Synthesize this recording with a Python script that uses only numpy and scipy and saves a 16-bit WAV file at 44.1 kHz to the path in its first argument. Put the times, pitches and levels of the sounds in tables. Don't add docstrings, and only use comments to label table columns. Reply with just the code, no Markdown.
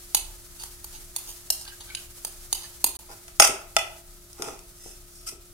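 import sys
import numpy as np
from scipy import signal
from scipy.fft import rfft, irfft, next_fast_len
from scipy.io import wavfile
from scipy.ndimage import uniform_filter1d

SR = 44100
rng = np.random.default_rng(int(sys.argv[2]) if len(sys.argv) > 2 else 0)


def inscribe(sig):
    pcm = np.round(np.clip(np.atleast_2d(sig).T, -1, 1) * 32767)
    wavfile.write(sys.argv[1], SR, pcm.astype(np.int16))


N = 244085
T = np.arange(N) / SR

# (lows, mids, highs re 5-11 kHz)
BOWL_CLINKS = [(0.1469, -12, -14, -7.5, -9), (0.636, -31.5, -9.5, -10.5, -10),
               (0.843, -34, -11.9, -13, -4.5), (1.1623, -23, -16, -8, -3), (1.9493, -26, -27, -1.5, -23),
               (2.2483, -23.5, -12.5, -12.5, -7), (2.5276, -16, -15.5, -8, -9.5),
               (2.8418, -11, -13, -12, -5.8)]
# peak t/s, length/s, level/dB, contact (0 square, 1 glancing)
BOWL_SCRAPES = [(0.612, 0.045, -42, 0.35), (0.953, 0.048, -45, 0.39), (1.292, 0.0573, -40.5, 0.17),
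                (1.653, 0.0081, -50, 0.65), (1.685, 0.0306, -51, 1), (1.813, 0.019, -45, 0.59),
                (1.897, 0.044, -56, 0.93), (2.634, 0.054, -44, 0.45), (2.96, 0.036, -40.5, 0.048)]
# lows/dB, mids/dB, highs/dB
BOWL_SCRAPE_TILT = [(-16, -13.5, -2.5), (-3, 9, -21.5)]
# f/Hz, level/dB, t60/s
BOWL_MODES = [(879.4, 1, 0.0232), (1090, -9.5, 0.0031), (2356, -23.5, 0.027), (2799, 0, 0.012),
              (3570, -10, 0.013), (4350, 2.5, 0.024), (4817, 4, 0.021), (5440, -15, 0.0237),
              (6220, 3, 0.023), (6620, 1, 0.0213), (6776, 3, 0.024), (8230, 3, 0.028), (8630, 4.5, 0.031),
              (9050, 5.5, 0.024), (9180, 4, 0.0221), (9770, 4, 0.03), (10160, 3.5, 0.034),
              (10300, 4, 0.0333), (11650, 6.5, 0.018), (11970, 2, 0.0159), (12828, 6, 0.022),
              (13210, 16.5, 0.019), (15550, 3, 0.0056)]
# f/Hz, level/dB, t60/s
BRIGHT_MODES = [(640, -8.5, .1), (1604, -15.5, .086), (2800, -3, 0.0355), (3300, -2, 0.017),
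                (4080, 5, .011), (4500, 4, 0.0116), (5400, 4.5, 0.021), (5850, -4, 0.045), (6448, -6, .02),
                (8250, -4, .03), (8660, 3, 0.058), (9320, -2, 0.052), (9730, -3, .03), (11200, -6, 0.018),
                (12480, -8, 0.023), (13100, -8.5, .035)]
# f/Hz, level/dB
BOWL_CRACK = [(100, 4.5), (500, -11.5), (1000, 0.5), (1700, -15.5), (3000, 4.5), (4600, 6), (5400, -8.5),
              (6600, 5.5), (7550, -10), (8600, -7), (10000, 0), (10800, -31.5), (13000, 11.5), (16000, 1)]
# t/s, level/dB before trim, contact (0 light tip, 1 full weight), place (0 wall, 1 bottom)
PAN_KNOCKS = [(3.2805, -41, 0.65, 1), (3.3982, -2.5, 0.7, 0), (3.4012, -6.5, 0.33, 0.13),
              (3.7657, -14, 0.92, 0.95), (4.33, -40.5, 0, 0.32), (4.4218, -25, 0.56, 0.25),
              (4.4843, -41, 0.87, 0.73), (4.5908, -43.5, 0.61, 0.7)]
# lows/dB, mids/dB, highs/dB
PAN_KNOCK_TILT = [(-22, -14.5, -12), (3.5, 2.2, -13)]
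# peak t/s, length/s, level/dB, contact (0 light tip, 1 full weight)
PAN_SCRAPES = [(3.114, 0.045, -50.5, 1), (3.44, 0.052, -19.5, 0.59), (4.466, 0.15, -43.5, 0.87),
               (4.859, 0.17, -46.5, 0.11), (5.188, 0.15, -51.5, 0), (5.271, 0.016, -36.5, 0.22),
               (5.286, 0.024, -35, 0.16)]
# lows/dB, mids/dB, highs/dB
PAN_SCRAPE_TILT = [(-24.5, -12, -10), (4, -5, -13.5)]
# f/Hz, wall level/dB, bottom level/dB, t60/s
PAN_MODES = [(668, 0.5, 0, 0.074), (814, -1.5, -6, 0.063), (1265.6, -3.5, -2.5, .05),
             (1357, 3.5, 0.5, 0.034), (1982, -10.5, 2, 0.034), (2116, -4, -18.5, 0.031),
             (2370, -4.5, 5, 0.014), (2588, 0.5, 4.5, 0.028), (2885, -7, -9, .035), (3285, -8, -4, .03),
             (3528, -5.5, 5, 0.045), (4490, -18, 2.5, .025), (4880, -2.5, -9, .03), (5200, -3, -4, 0.023),
             (5440, 4, -1, 0.028), (6050, -3.5, 3, 0.022), (6555, 1.5, -14, 0.057), (7160, -5.5, 2, 0.026),
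             (8120, -3, -4, .03), (8880, -4, -14.5, 0.0421), (9260, 3, -16, .08), (11720, -9.5, -18, .03),
             (13230, -1, -22, .03), (14730, -14, -20, 0.0236)]
# f/Hz, level/dB
HARD_CRACK = [(100, -54.5), (480, -28), (660, 3.5), (950, 3), (1350, -4), (1750, -12.5), (2500, 2.5),
              (3600, -1.5), (4000, -5.5), (4350, -20), (4750, 2), (5200, 5), (7500, 0.5), (9200, 6),
              (11000, -5), (13300, -1.5), (14500, -11.5), (16000, -14)]
# t/s, level/dB
THUDS = [(3.099, -49.5), (3.406, -31), (3.489, -33), (3.766, -40.5), (4.397, -35.5), (4.432, -40),
         (4.472, -35), (4.515, -42.5), (4.858, -42.5), (5.321, -44.5)]
# f/Hz, level/dB
THUD_SPECTRUM = [(60, -3), (180, -7), (290, 0), (420, 6.5), (560, -5.5), (720, -1.5), (1000, -13.5),
                 (1800, -76), (5000, -46)]
# centre t/s, length/s, f/Hz, level/dB
SCRAPE_TONES = [(1.704, 0.15, 1610, -56), (1.907, 0.06, 2276, -49), (1.943, 0.22, 1550, -59),
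                (2.652, 0.047, 1800, -55.5), (4.489, 0.033, 1343, -45.5), (5.282, .05, 1324, -51)]
# f/Hz, level/dB
ECHO_SPECTRUM = [(150, 2), (650, -1.5), (950, -1.5), (1400, -2), (2000, 1), (3000, 4.5), (4200, -0.5),
                 (6000, -0.5), (13000, 4.5)]
# f/Hz, t60/s
KITCHEN_T60 = [(150, 0.388), (700, 0.54), (3000, 0.3754), (7000, 0.32), (14000, 0.2)]
# f/Hz, coherence (0 to 1)
COHERENCE = [(30, 0.92), (300, 0.79), (800, 0.55), (2500, 0.021), (6000, 0.1043), (16000, 0)]
# f/Hz, level/dB
SIZZLE_SPECTRUM = [(300, -11), (1500, -4.5), (2800, -6.5), (4600, -1.5), (7500, 0.5), (10000, 1.5),
                   (12500, -1), (16000, -4.5)]
# f/Hz, level/dB
HUM_TONES = [(59.5, -62), (104, -66), (176, -68.5), (351.5, -60.5)]
# f/Hz, level/dB
RUMBLE_SPECTRUM = [(10, -38), (22, 1.5), (33, 9), (48, -6.5), (62, 1), (80, -13.5), (105, -9.5), (140, -36),
                   (300, -44), (1000, -77)]
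# t/s, gain/dB
RUMBLE_SWELLS = [(.34, 7.5), (.99, 6.5), (2.58, 4)]
# f/Hz, level/dB
AIR_SPECTRUM = [(30, 6.5), (110, 8), (180, 0.5), (225, -1.5), (380, 0), (480, -12.5), (660, 3.5),
                (950, -44), (1250, 1.5), (1700, -19.5), (3000, -14), (16000, -28)]

TOP_HZ = 15900


def bowl(trim_db=-1):
    def rub():
        return ring(BOWL_MODES, BOWL_CRACK, crack_db=13, crack_t60_s=0.017, lag_rad=1)
    out = scrapes(rub, BOWL_SCRAPES, BOWL_SCRAPE_TILT)
    for at_s, db, *tilt_db in BOWL_CLINKS:
        blow = ring(BOWL_MODES, BOWL_CRACK, crack_db=8, crack_t60_s=0.035, lag_rad=0.84,
                    tick_db=13.5, vary_db=1, detune=0.0094)
        add(out, at_s, set_bands(rebounds(blow), db + trim_db, tilt_db))
    return out * amp([[-1], [1]])


def bright_clink(tap_s=1.5024, slide_s=1.612, rise_s=0.039, fall_s=0.02):
    out = np.zeros((2, N))
    tap = ring(BRIGHT_MODES, HARD_CRACK, crack_db=4, crack_t60_s=0.025, lag_rad=1,
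               tick_db=7, detune=0.0018)
    add(out, tap_s, set_bands(rebounds(tap, loss_db=2), db=-16.5, tilt_db=(-19.5, -10, -4)))
    slide = stick_slip(tap, rise_s, fall_s)
    add(out, slide_s - 2 * rise_s, set_bands(slide, db=-42, tilt_db=(-17, -11, -8), window=600))
    return out


def pan(trim_db=-2):
    out = scrapes(lambda: pan_ring(place=0.294, crack_db=10.5), PAN_SCRAPES, PAN_SCRAPE_TILT)
    for at_s, db, contact, place in PAN_KNOCKS + chatter():
        blow = pan_ring(place, crack_db=5)
        add(out, at_s, set_bands(blow, db + trim_db, contact_tilt(PAN_KNOCK_TILT, contact)))
    return out * amp([[0.7], [-0.7]])


def pan_ring(place, crack_db, cutoff_hz=430):
    modes = [(hz, wall_db + place * (bottom_db - wall_db), t60_s)
             for hz, wall_db, bottom_db, t60_s in PAN_MODES]
    blow = ring(modes, HARD_CRACK, crack_db, crack_t60_s=0.0281, lag_rad=1.31,
                tick_db=13.5, vary_db=-0.4, detune=0.0049)
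    return highpass(blow, cutoff_hz)


def chatter(start_s=3.4228, gap_s=0.0259, first_db=-13, loss_db=2):
    return [(start_s + k * gap_s, first_db - k * loss_db, 0.84 - k * 0.305, 0) for k in range(3)]


def ring(modes, crack, crack_db, crack_t60_s, lag_rad, tick_db=9, vary_db=-1, detune=0.0093):
    t = np.arange(5000) / SR
    hz, db, t60_s = np.transpose(modes)[:, :, None]
    strength, start, spread, grip = rng.standard_normal((len(modes), 4)).T[:, :, None]
    right_rad = lag_rad + np.pi * spread * (1 - lookup(COHERENCE, hz)) ** 3
    phase = 2 * np.pi * hz * (1 + detune * grip) * t + np.pi * start
    envelopes = amp(db + vary_db * strength - 60 * t / t60_s)
    tones = (envelopes * np.sin([phase, phase + right_rad])).sum(1)
    burst = amp(crack_db - 60 * t / crack_t60_s) + amp(tick_db) * np.exp(-t / 0.00073)
    attack = 1 - np.exp(-t / 0.00008)
    return (tones + noise(crack, len(t)) * burst) * attack


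def rebounds(blow, gap_s=0.0011, loss_db=3, cutoff_hz=2200):
    out, light = blow.copy(), highpass(blow, cutoff_hz)
    gaps_s = gap_s * np.exp(0.45 * rng.standard_normal(3))
    for k, at_s in enumerate(np.cumsum(gaps_s)):
        add(out, at_s, amp(-loss_db * (k + 1.5)) * light)
    return out


def scrapes(make_ring, strokes, tilts, rise_share=0.48):
    out = np.zeros((2, N))
    for peak_s, length_s, db, contact in strokes:
        rise_s = length_s * rise_share
        stroke = stick_slip(make_ring(), rise_s, length_s - rise_s)
        add(out, peak_s - 2 * rise_s, set_bands(stroke, db, contact_tilt(tilts, contact), window=600))
    return out


def stick_slip(body, rise_s, fall_s, slips_per_s=1600, spread_db=4.5):
    t = np.arange(-2 * rise_s, 2 * fall_s, 1 / SR)
    slips = (rng.random(len(t)) < slips_per_s / SR) * rng.choice([-1, 1], len(t))
    force = amp(spread_db * rng.standard_normal(len(t)))
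    swell = np.exp(-(t / np.where(t < 0, rise_s, fall_s)) ** 2)
    return signal.fftconvolve(body, (slips * force * swell)[None], axes=1)


def contact_tilt(tilts, contact):
    return np.add(tilts[0], contact * np.subtract(tilts[1], tilts[0]))


def set_bands(x, db, tilt_db, window=130):
    low_db, mid_db, high_db = tilt_db
    edges_hz = (260, 1700, 5100, 11000, TOP_HZ)
    out = 0
    for k, relative_db in enumerate((low_db, mid_db, 0, high_db)):
        band = signal.sosfilt(signal.butter(4, edges_hz[k:k + 2], "band", fs=SR, output="sos"), x)
        power = uniform_filter1d((band ** 2).mean(0), window, mode="constant")
        out = out + amp(db + relative_db) * band / np.sqrt(power.max())
    return out


def thuds(attack_s=0.00056, decay_s=0.021):
    out, t = np.zeros((2, N)), np.arange(9000) / SR
    envelope = np.exp(-t / decay_s) * (1 - np.exp(-t / attack_s))
    for at_s, db in THUDS:
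        add(out, at_s, amp(db) * noise(THUD_SPECTRUM, len(t)) * envelope)
    return out


def scrape_tones(waver=0.049, rough_db=5.5):
    out = np.zeros((2, N))
    for centre_s, length_s, hz, db in SCRAPE_TONES:
        count = round(length_s * SR)
        phase = 2 * np.pi * np.cumsum(hz * (1 + waver * drift(count, rate_hz=740))) / SR
        swell = np.hanning(count) * amp(rough_db * drift(count, rate_hz=73))
        add(out, centre_s - length_s / 2, amp(db) * unit_rms(swell * np.sin([phase, phase + 1])))
    return out


def kitchen(x, wet_db=-7, early_db=-7, slap_db=5, wall_s=0.019, slap_decay_s=0.00413, size=26000):
    taps = rng.standard_normal((2, size)) * (rng.random((2, size)) < 0.2)
    hz, frame_s, spectra = signal.stft(colour(taps, ECHO_SPECTRUM), SR, nperseg=256)
    decay = amp(-60 * frame_s / lookup(KITCHEN_T60, hz)[:, None])
    tail = signal.istft(spectra * decay, SR, nperseg=256)[1]
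    t = np.arange(tail.shape[1]) / SR
    shape_db = np.where(t < wall_s, early_db, slap_db * np.exp(-abs(t - wall_s) / slap_decay_s))
    tail *= amp(shape_db) * np.minimum(t / 0.00082, 1)
    echoes = signal.fftconvolve(x, tail / np.linalg.norm(tail[0]), axes=1)[:, :N]
    return x + amp(wet_db) * echoes


def sizzle(db=-46.5, pops_per_s=700, step_s=3, step_db=-2.5, fade_db_per_s=-1.5, flutter_db=1.5):
    level_db = db + (T > step_s) * (step_db + fade_db_per_s * (T - step_s))
    pops = rng.random((2, N)) < pops_per_s / SR
    pop_db = 2 + 3 * np.minimum(rng.exponential(1, (2, N)), 4)
    fizz = rng.standard_normal((2, N)) + pops * amp(pop_db) * rng.choice([-1, 1], (2, N))
    return colour(fizz, SIZZLE_SPECTRUM) * amp(level_db + flutter_db * drift(N, rate_hz=25))


def cooktop(waver_rad=0.66):
    return sum(amp(db) * unit_rms(np.sin(2 * np.pi * hz * T + waver_rad * drift(N, rate_hz=7.9)))
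               for hz, db in HUM_TONES)


def room_noise(rumble_db=-53.5, air_db=-59.5, swell_s=0.17):
    swell_db = sum(db * np.exp(-((T - at_s) / swell_s) ** 2) for at_s, db in RUMBLE_SWELLS)
    rumble = noise(RUMBLE_SPECTRUM, N) * amp(rumble_db + swell_db) * amp([[1], [-1]])
    return rumble + noise(AIR_SPECTRUM, N) * amp(air_db)


def noise(spectrum, count):
    return colour(rng.standard_normal((2, count)), spectrum)


def colour(pair, spectrum):
    count = pair.shape[1]
    size = next_fast_len(count)
    hz = np.fft.rfftfreq(size, 1 / SR)
    left, other = rfft(pair, size)
    coherence = lookup(COHERENCE, hz)
    right = coherence * left + np.sqrt(1 - coherence ** 2) * other
    shaped = np.array([left, right]) * amp(lookup(spectrum, hz))
    return unit_rms(irfft(shaped, size)[:, :count])


def drift(count, rate_hz):
    size = next_fast_len(count)
    hz = np.fft.rfftfreq(size, 1 / SR)
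    lowpass = (hz > 0) * np.exp(-(hz / rate_hz) ** 2)
    return unit_rms(irfft(rfft(rng.standard_normal(size)) * lowpass, size))[:count]


def highpass(x, hz):
    return signal.sosfilt(signal.butter(2, hz, "high", fs=SR, output="sos"), x)


def lookup(table, hz):
    table_hz, values = np.transpose(table)
    return np.interp(np.log(hz + 1), np.log(table_hz), values)


def add(mix, at_s, sound):
    part = mix[:, max(round(at_s * SR), 0):][:, :sound.shape[1]]
    part += sound[:, :part.shape[1]]


def amp(db):
    return 10 ** (np.asarray(db) / 20)


def unit_rms(x):
    return x / np.sqrt(np.mean(x ** 2) + 1e-20)


def scene():
    spoon = bowl() + bright_clink() + pan() + thuds() + scrape_tones()
    return kitchen(spoon) + sizzle() + cooktop() + room_noise()


def record(dry, ceiling=0.9, mute_from_s=2.9695, mute_to_s=2.99):
    live = (T < mute_from_s) | (T > mute_to_s)
    lowpass = signal.firwin(301, TOP_HZ, window=("kaiser", 8), fs=SR)
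    return signal.oaconvolve(np.clip(dry, -ceiling, ceiling) * live, lowpass[None], "same")


dry = scene()
out = record(dry)
inscribe(out)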